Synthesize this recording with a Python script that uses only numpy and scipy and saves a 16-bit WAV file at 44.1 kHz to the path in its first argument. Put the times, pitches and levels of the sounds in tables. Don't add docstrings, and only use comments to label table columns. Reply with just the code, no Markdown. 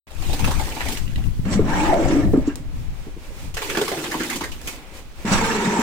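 import sys
import numpy as np
from scipy import signal
from scipy.fft import rfft, irfft, next_fast_len
from scipy.io import wavfile
from scipy.ndimage import uniform_filter1d, map_coordinates

SR = 44100
rng = np.random.default_rng(int(sys.argv[2]) if len(sys.argv) > 2 else 0)


def digitize_waveform(pressure):
    field = np.atleast_2d(pressure).T
    bounded = np.clip(field, -1, 1)
    quanta = np.round(bounded * 32767).astype(np.int16)
    wavfile.write(sys.argv[1], SR, quanta)


N = 256662
TIME_S = np.arange(N) / SR
SIDES = np.array([[.5], [-.5]])


def amp(db):
    return 10 ** (np.asarray(db) / 20)


def unit(x):
    return x / np.sqrt(np.mean(x ** 2) + 1e-20)


def along(points, hz):
    pitches, values = np.transpose(points)
    return np.interp(np.log(hz + 1), np.log(pitches + 1), values)


def curves(rows):
    times, *columns = np.transpose(rows)
    return [np.interp(TIME_S, times, column) for column in columns]


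def wobble(rate):
    return map_coordinates(rng.standard_normal(int(N * rate / SR) + 4), [TIME_S * rate])


def swell(time_s, half_s):
    return np.exp(-((TIME_S - time_s) / half_s) ** 2)


def held(start_s, end_s, rise_s, fall_s):
    return np.clip((TIME_S - start_s) / rise_s, 0, 1) * np.exp(-np.maximum(TIME_S - end_s, 0) / fall_s)


def burst(start_s, fade_s, rise_s):
    out, start = np.zeros(N + SR), round(start_s * SR)
    t = np.arange(SR // 3) / SR
    out[start:start + len(t)] = (1 - np.exp(-t / rise_s)) * amp(-60 * t / fade_s)
    return out[:N]


def filtered(x, response):
    size = next_fast_len(N + SR // 4, True)
    return irfft(rfft(x, size) * response(np.fft.rfftfreq(size, 1 / SR)), size)[..., :N]


def colour(x, tone):
    return unit(filtered(x, lambda hz: amp(along(tone, hz))))


def ring(x, notes):
    def response(hz):
        return sum(amp(db) * 1j * hz * width / (pitch ** 2 - hz ** 2 + 1j * hz * width)
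                   for pitch, width, db in notes)
    return unit(filtered(x, response))


def glide(x, hz, width_hz, evenness):
    turn = np.exp(2j * np.pi * np.cumsum(hz * np.ones(x.shape[-1])) / SR)
    band = x / turn
    for width in (width_hz, 2 * width_hz):
        band = signal.lfilter([1], [1, -np.exp(-np.pi * width / SR)], band)
    return unit((band * turn).real / (np.abs(band) + 1e-9) ** evenness)


def grains(rate, spread_db=0):
    size = amp(spread_db * np.clip(rng.standard_normal((2, N)), -2, 2))
    hits = rng.random((2, N)) < rate / SR
    return unit(hits * size * np.sign(rng.standard_normal((2, N))))


def patchy(x, depth_db):
    spectrum = signal.stft(x, nperseg=512)[2]
    patches = uniform_filter1d(rng.standard_normal(spectrum.shape[1:]), size=5, axis=0)
    patches = unit(uniform_filter1d(patches, size=4, axis=1))
    return unit(signal.istft(spectrum * amp(depth_db * patches), nperseg=512)[1][:, :N])


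def wall_echo(x, fade_s, echo_db):
    t = np.arange(SR // 3) / SR
    tail = rng.standard_normal((2, len(t))) * amp(-60 * t / fade_s) * (t > .002)
    tail /= np.linalg.norm(tail[0])
    return x + amp(echo_db) * signal.fftconvolve(x, tail, axes=1)[:, :N]


# pitch_hz, likeness_0_to_1
LIKENESS = [(60, .1), (130, 1), (250, 1), (500, 0.9), (1000, 0.52), (2000, 0.033), (5000, 0.026),
            (12000, .02)]
def two_microphones(x):
    blend = lambda hz: np.arcsin(np.clip(along(LIKENESS, hz), 0, 1)) / 2
    return filtered(x, lambda hz: np.cos(blend(hz))) + filtered(x[::-1], lambda hz: np.sin(blend(hz)))


# pitch_hz, level_db
YARD_TONE = [(59, -41), (100, -4), (258, -3.5), (627, -6.5), (2520, -11.5), (9150, -23.5), (12000, -30),
             (15500, -25)]
def yard():
    return amp(-49.5) * colour(rng.standard_normal((2, N)), YARD_TONE)


# time_s, level_db
GUSTS = [(0.07, -47.5), (0.22, -25.5), (0.47, -18.5), (0.78, -34), (1.07, -23), (1.55, -22), (1.97, -26),
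         (2.3, -20), (2.55, -34), (2.8, -25), (3.15, -37.5), (3.48, -29), (4.0, -44.5), (4.6, -35.5),
         (4.85, -40.5), (5.22, -38.5), (5.35, -23), (5.82, -45)]
# time_s, left_over_right_db
GUST_SIDE = [(1.0, 5), (2.8, -2.5), (5.5, -3)]
# pitch_hz, level_db
RUMBLE_TONE = [(8, 0), (22, 1.5), (45, -5.5), (70, -4.5), (110, -27.5), (250, -77.5)]
FLUTTER_TONE = [(40, -27), (80, 3.5), (140, -1), (200, -8), (300, -17), (700, -49)]
def wind():
    strength_db, = curves(GUSTS)
    flutter_db = -8.5 + 0.4 * (strength_db - strength_db.mean())
    side_db = SIDES * curves(GUST_SIDE)[0]
    puffs = amp(3.5 * np.array([wobble(29.51), wobble(30)]))
    air = lambda tone: unit(puffs * colour(rng.standard_normal((2, N)), tone))
    return amp(strength_db + side_db) * (air(RUMBLE_TONE) + amp(flutter_db) * air(FLUTTER_TONE))


# time_s, half_length_s, scuff_db, hiss_db
SCUFFS = [(2.587, 0.02, -49, -71), (2.792, 0.082, -51.5, -55), (3.018, 0.13, -50, -55),
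          (3.253, 0.063, -48, -52.5), (3.42, 0.086, -44, -46), (4.7, 0.068, -43, -41),
          (4.84, 0.15, -47.5, -92), (4.973, 0.042, -47, -45.5), (5.222, 0.063, -44, -49.5)]
# pitch_hz, level_db
SCUFF_TONE = [(100, -15), (250, 3), (450, -1.5), (900, -3.5), (1500, -9.5), (2400, -3.5), (3600, -15),
              (7000, -37)]
SPRAY_TONE = [(1500, -54), (3000, -2), (4300, -1), (7000, -1), (9000, -3.5), (12000, -9.5), (15000, -5.5),
              (16500, -23)]
def shuffling():
    scuff = sum(amp(db) * swell(time_s, half_s) for time_s, half_s, db, _ in SCUFFS)
    hiss = sum(amp(db) * swell(time_s, half_s) for time_s, half_s, _, db in SCUFFS)
    feet = colour(grains(12000, spread_db=3), SCUFF_TONE)
    feed = colour(grains(12000, spread_db=4), SPRAY_TONE)
    return scuff * feet + hiss * feed


# start_s, level_db
SOFT_BUMPS = [(1.125, -24), (1.231, -17), (1.286, -16), (1.393, -9), (1.456, -12), (2.601, -21)]
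def handling_bumps(pitch_hz=150):
    out = np.zeros(N)
    for start_s, db in SOFT_BUMPS:
        note = np.sin(2 * np.pi * pitch_hz * (TIME_S - start_s))
        out += amp(db) * burst(start_s, fade_s=0.04, rise_s=0.0016) * note
    return out


# start_s, level_db
HANDLE_HITS = [(0.7163, -28), (0.806, -22), (0.904, -24), (0.971, -18.5), (1.022, -31), (1.077, -24.5),
               (1.1582, -17.5), (1.239, -26)]
# pitch_hz, width_hz, level_db
HANDLE_NOTES = [(1960, 55, 1), (2696, 78, 0), (2830, 59, 3), (3790, 100, -7), (4630, 120, -22)]
def handle_clinks():
    rattle = sum(amp(db - 8) * burst(start_s, fade_s=0.031, rise_s=.0005) for start_s, db in HANDLE_HITS)
    return rattle * ring(grains(9000), HANDLE_NOTES)


# start_s, level_db
GRIT_HITS = [(2.372, -34), (2.4728, -37), (2.5564, -20), (4.6147, -27), (5.3138, -26), (5.464, -14),
             (5.7957, -17)]
# pitch_hz, level_db
TICK_TONE = [(500, 10), (1500, -4.5), (3000, -5.5), (5000, -1), (8000, 1.5), (12000, -8), (16000, -7)]
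def grit_ticks():
    hits = sum(amp(db - 4) * burst(start_s, fade_s=0.02, rise_s=0.00044) for start_s, db in GRIT_HITS)
    return hits * colour(grains(6100, spread_db=12), TICK_TONE)


# start_s, level_db, pitch_hz, crunch_over_note_db
BUCKET_BLOWS = [(1.468, -11, 195, -46), (1.555, -7, 195, -33), (1.592, -5, 433, -11),
                (1.927, -0.5, 690, -32), (2.054, -10.5, 740, -10), (2.1, -7, 306, -11),
                (2.12, -10.5, 295, -22), (2.161, -7, 305, -31), (2.215, -23, 290, -21),
                (2.249, -11, 195, -29), (2.3361, -2, 284, -6.5), (2.375, -3, 262, -21),
                (2.476, -5, 287, -17.5), (3.065, -28.5, 298, -1.5), (3.165, -31, 348, -3),
                (3.304, -30, 536, -7.5), (5.248, -17, 207, -6), (5.314, -7, 194, -15.5),
                (5.676, -9, 196, -28), (5.79, -8.5, 232, -13.5)]
def bucket_knocks(swings_to_fade=21.5):
    crunch_tone = [(150, 14), (400, 21.5), (700, -13), (1100, -5), (3000, -33), (9000, -57)]
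    feed = two_microphones(colour(grains(3000, spread_db=4.5), crunch_tone))
    out = np.zeros((2, N))
    for start_s, db, hz, crunch_db in BUCKET_BLOWS:
        wave = np.sin(2 * np.pi * hz * (TIME_S - start_s))
        note = burst(start_s, fade_s=swings_to_fade / hz, rise_s=0.0025) * wave
        crunch = burst(start_s, fade_s=0.13, rise_s=0.00059) * feed
        out += amp(db) * (note + amp(crunch_db) * crunch)
    return out


# start_s, end_s, base_db, hollow_db, wall_db, grit_db
DRAGS = [(1.443, 2.192, -28, -31.5, -0.5, -13.5), (5.257, 5.82, -23.5, -35, -0.5, -8.5)]
# time_s, level_db
RIM_PRESSURE = [
    [(1.45, -37), (1.55, -36.5), (1.63, -42.5), (1.72, -26.5), (1.87, -27.5), (1.98, -33.5), (2.1, -33.5),
     (2.23, -36), (2.31, -51.5), (2.37, -43), (2.44, -45.5), (2.5, -41.5)],
    [(5.25, -33), (5.28, -26), (5.36, -24.5), (5.48, -25.5), (5.7, -28.5), (5.82, -25.5)],
]
# peak_s, level_db, rise_s, fall_s
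RIM_GROANS = [(1.74, -24, 0.033, 0.15), (1.94, -15.5, 0.055, 0.073), (2.341, -21, 0.0043, 0.019),
              (5.44, -29.5, 0.03, 0.28), (5.78, -24, 0.056, 0.018)]
# time_s, level_db, half_length_s
GRIT_PATCHES = [(1.532, -34, 0.027), (1.8, -40, 0.027), (2.085, -46, 0.085), (2.479, -43, 0.0091),
                (5.335, -26, 0.015)]
def drag_loudness(load_db_per_s=9):
    base, hollow, wall, grit = np.zeros((4, N))
    for (start_s, end_s, base_db, hollow_db, wall_db, grit_db), presses in zip(DRAGS, RIM_PRESSURE):
        moving = held(start_s, end_s, rise_s=0.026, fall_s=0.15)
        touching = held(presses[0][0], presses[-1][0], rise_s=0.0033, fall_s=0.04)
        pressure = amp(curves(presses)[0]) * touching
        load_db = load_db_per_s * (np.clip(TIME_S, start_s, end_s) - start_s)
        base += amp(base_db) * moving
        hollow += amp(hollow_db + load_db) * moving
        wall += amp(wall_db) * pressure
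        grit += amp(grit_db) * pressure
    grit += sum(amp(db) * swell(time_s, half_s) for time_s, db, half_s in GRIT_PATCHES)
    groan = sum(amp(db) * np.exp(-np.maximum((peak_s - TIME_S) / rise_s, (TIME_S - peak_s) / fall_s))
                for peak_s, db, rise_s, fall_s in RIM_GROANS)
    return base, hollow, groan, wall, grit


# time_s, hollow_hz, groan_hz
FILLING_NOTES = [(1.46, 234, 656), (1.72, 260, 903), (1.895, 320, 849), (1.94, 327, 661), (2.04, 308, 575),
                 (2.45, 272, 607), (5.3, 273, 850), (5.45, 481, 901), (5.58, 400, 950), (5.82, 390, 935)]
# pitch_hz, width_hz, level_db
WALL_NOTES = [(972, 18, 7.5), (1217, 12, 4.5), (1339, 38, 4.5), (1594, 50, 2.5), (1749, 59, 4),
              (1878, 47, 1), (2155, 41, 0.5), (2190, 310, -6), (2690, 38, -6.5), (3560, 19, -4.5)]
RIM_NOTES = [(4570, 50, -9), (5650, 87, 12), (5920, 150, 6), (6230, 38, 12), (6800, 84, 11.5),
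             (7170, 130, 9), (7460, 60, 16), (7830, 96, 13), (7600, 80, 6)]
# pitch_hz, level_db
TROUGH_TONE = [(130, -35), (190, -33), (250, 10), (330, 3), (500, -0.5), (700, 0.5), (1400, -63)]
GRIND_TONE = [(200, -33), (500, -3), (900, 11.5), (1400, 6.5), (2400, 1.5), (3200, -4), (4500, -16),
              (8000, -62)]
GRIT_TONE = [(1800, 1), (3300, -5), (5000, -4.5), (7900, -7), (9300, -11), (12000, -27), (16000, -22)]
def bucket_scraping():
    base, hollow, groan, wall, grit = drag_loudness()
    hollow_hz, groan_hz = curves(FILLING_NOTES)
    judder = amp(1.6 * wobble(80))
    slips = judder * grains(5000, spread_db=2)
    sand = patchy(colour(judder * grains(7000, spread_db=0.5), GRIT_TONE), depth_db=3)
    base_note = amp(-3) * glide(slips, hz=215.4, width_hz=38.3, evenness=0.42)
    hollow_note = amp(3) * glide(slips, hollow_hz, width_hz=60, evenness=0.3)
    groan_note = amp(-1.5) * glide(slips, groan_hz, width_hz=60.6, evenness=1)
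    trough = amp(-2.5) * colour(grains(3000), TROUGH_TONE)
    grinding = amp(-2) * patchy(colour(judder * grains(3000, spread_db=0.5), GRIND_TONE), depth_db=-0.5)
    wall_ring = amp(-2.5) * ring(patchy(slips, depth_db=6), WALL_NOTES)
    rim_ring = amp(-5) * ring(sand, RIM_NOTES)
    return (base * base_note + hollow * (hollow_note + trough) + groan * groan_note
            + wall * (wall_ring + grinding) + grit * (rim_ring + amp(2) * sand))


# start_s, end_s, rise_s, patter_db, boom_db, first_tub_hz, last_tub_hz
BUCKET_TIPS = [(0.09, 0.972, 0.21, -38.5, -41.5, 302, 270), (3.537, 4.353, 0.11, -36, -35, 437, 279)]
def feed_stream():
    boom, patter, notes = np.zeros(N), np.zeros(N), []
    for start_s, end_s, rise_s, patter_db, boom_db, first_hz, last_hz in BUCKET_TIPS:
        rush = held(start_s, end_s, rise_s, fall_s=0.013)
        last_crumbs = amp(-9) * held(start_s, end_s, rise_s, fall_s=0.43)
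        flow = np.maximum(rush, last_crumbs)
        boom += amp(boom_db) * flow
        patter += amp(patter_db) * flow
        notes += [(start_s, first_hz), (end_s, last_hz)]
    unevenness = amp(0.76 * wobble(70))
    return boom, patter * unevenness, curves(notes)[0]


# (thud_db, spray_db and pat_db are added to level_db)
WET_LUMPS = [(0.075, -43, -10, -9, 2250, -4), (0.105, -29.5, -21, -13.5, 670, -9.5),
             (0.221, -20.5, -29, -14, 740, -16), (0.294, -27, -13, -18, 685, 2),
             (0.33, -12, -9, -14, 800, -17), (0.392, -19, -1, -9, 865, -8),
             (0.442, -10.5, -14, -14, 1470, -17.5), (0.473, -11, -7, -16, 820, -10.5),
             (0.508, -11.5, -22, -14.5, 1040, -12.5), (0.594, -20.5, -26, -8, 796, -1),
             (0.719, -23.5, -7, -22, 2630, -11), (0.765, -18.5, -8, -34, 804, -7.5),
             (0.806, -10.5, -26, -24, 1990, -15), (0.853, -20.5, -10, -10, 640, -8),
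             (0.883, -17, -3, -5.5, 810, -9.5), (0.92, -24, 6, 0, 2740, -10),
             (0.972, -22, -19, -6, 2750, -17), (1.177, -24.5, -4, -30, 697, -15),
             (3.541, -24.5, -8, -4.5, 1140, -19), (3.568, -11.5, -33, -15, 1790, -13.5),
             (3.618, -13, -24, -16, 945, -13.5), (3.698, -12.5, -11, -13.5, 1730, -15),
             (3.749, -14, -6, -19, 1600, -10.5), (3.771, -8, 1.5, -15.5, 686, -29),
             (3.813, -9.5, 2, -12.5, 1440, -24), (3.879, -10, -9, -14, 1120, -19),
             (3.916, -10.5, -6, -20, 680, -8.5), (3.972, -24, 7, -20, 1590, -6),
             (4.039, -15, -8, -15, 1870, -12.5), (4.058, -18, -7, -19, 1540, -16),
             (4.115, -16.5, -15, -11.5, 1820, -7.5), (4.141, -13.5, 0, -22, 1020, -10.5),
             (4.2, -14, 0.5, -17, 1660, -9.5), (4.233, -18.5, -20, -9, 1930, -10),
             (4.298, -21, -8, -3, 1990, -3), (4.329, -18.5, -19, -11, 2010, -16),
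             (4.357, -18, 2, -5.5, 1070, -16), (4.408, -12, -6, -17, 1050, -14.5),
             (4.437, -16, -11, -12.5, 1740, -10.5), (4.517, -26, -18, -6.5, 2780, -8),
             (4.673, -18.5, -5.5, -4.5, 2400, -8.5)]
# pitch_hz, level_db
CRUMB_TONE = [(150, -37), (400, -2), (600, -4), (900, -2), (1300, -3.5), (1800, -3.5), (2600, -2),
              (3700, -8), (5500, -18), (9000, -54)]
def feed_pouring(lump_fade_s=0.12):
    boom, patter, tub_hz = feed_stream()
    boom_power, patter_power, spray_power = boom ** 2, patter ** 2, (amp(-1) * patter) ** 2
    pats, squish = np.zeros((2, N)), grains(5000, spread_db=3.5)
    for start_s, db, thud_db, spray_db, pat_hz, pat_db in WET_LUMPS:
        start = round(start_s * SR)
        near = slice(start, start + SR // 5)
        slap = burst(start_s, fade_s=0.018, rise_s=0.0003)[near]
        thud = burst(start_s, fade_s=0.077, rise_s=0.0097)[near]
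        shower = burst(start_s, lump_fade_s, rise_s=0.0013)[near]
        boom_power[near] += (amp(db + thud_db) * thud) ** 2
        patter_power[near] += amp(db - 14) ** 2 * (slap ** 2 + shower ** 2)
        spray_power[near] += (amp(db + spray_db - 2.5) * shower) ** 2
        pat = glide(squish[:, near], pat_hz, width_hz=0.24 * pat_hz, evenness=0.42)
        pats[:, near] += amp(db + pat_db) * burst(start_s, lump_fade_s, rise_s=0.0023)[near] * pat
    tub = glide(grains(3000), tub_hz, width_hz=130, evenness=0.56)
    crumbs = patchy(colour(grains(2200, spread_db=3), CRUMB_TONE), depth_db=4)
    spray = patchy(colour(grains(4000, spread_db=5), SPRAY_TONE), depth_db=2.5)
    return np.sqrt(boom_power) * tub + np.sqrt(patter_power) * crumbs + np.sqrt(spray_power) * spray + pats


def scene():
    work = feed_pouring() + bucket_scraping() + grit_ticks() + handle_clinks() + shuffling()
    work = wall_echo(work, fade_s=0.24, echo_db=-7.5)
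    return two_microphones(work + yard()) + bucket_knocks() + handling_bumps() + wind()


# pitch_hz, left_over_right_db
MIC_BALANCE = [(60, 4.5), (200, 1.5), (400, -0.5), (800, 0.5), (1300, -1.5), (2400, -4.5), (4400, -4),
               (8000, 0), (15000, 0)]
def record(dry):
    silent_s, left_lead_s, highest_hz = 0.069, 0.00008, 16000
    def response(hz):
        balance = amp(SIDES * along(MIC_BALANCE, hz))
        time_shift = np.exp(2j * np.pi * hz * left_lead_s * SIDES)
        return balance * time_shift * (hz < highest_hz)
    return filtered(dry * (TIME_S > silent_s), response)


dry = scene()
out = record(dry)
digitize_waveform(out)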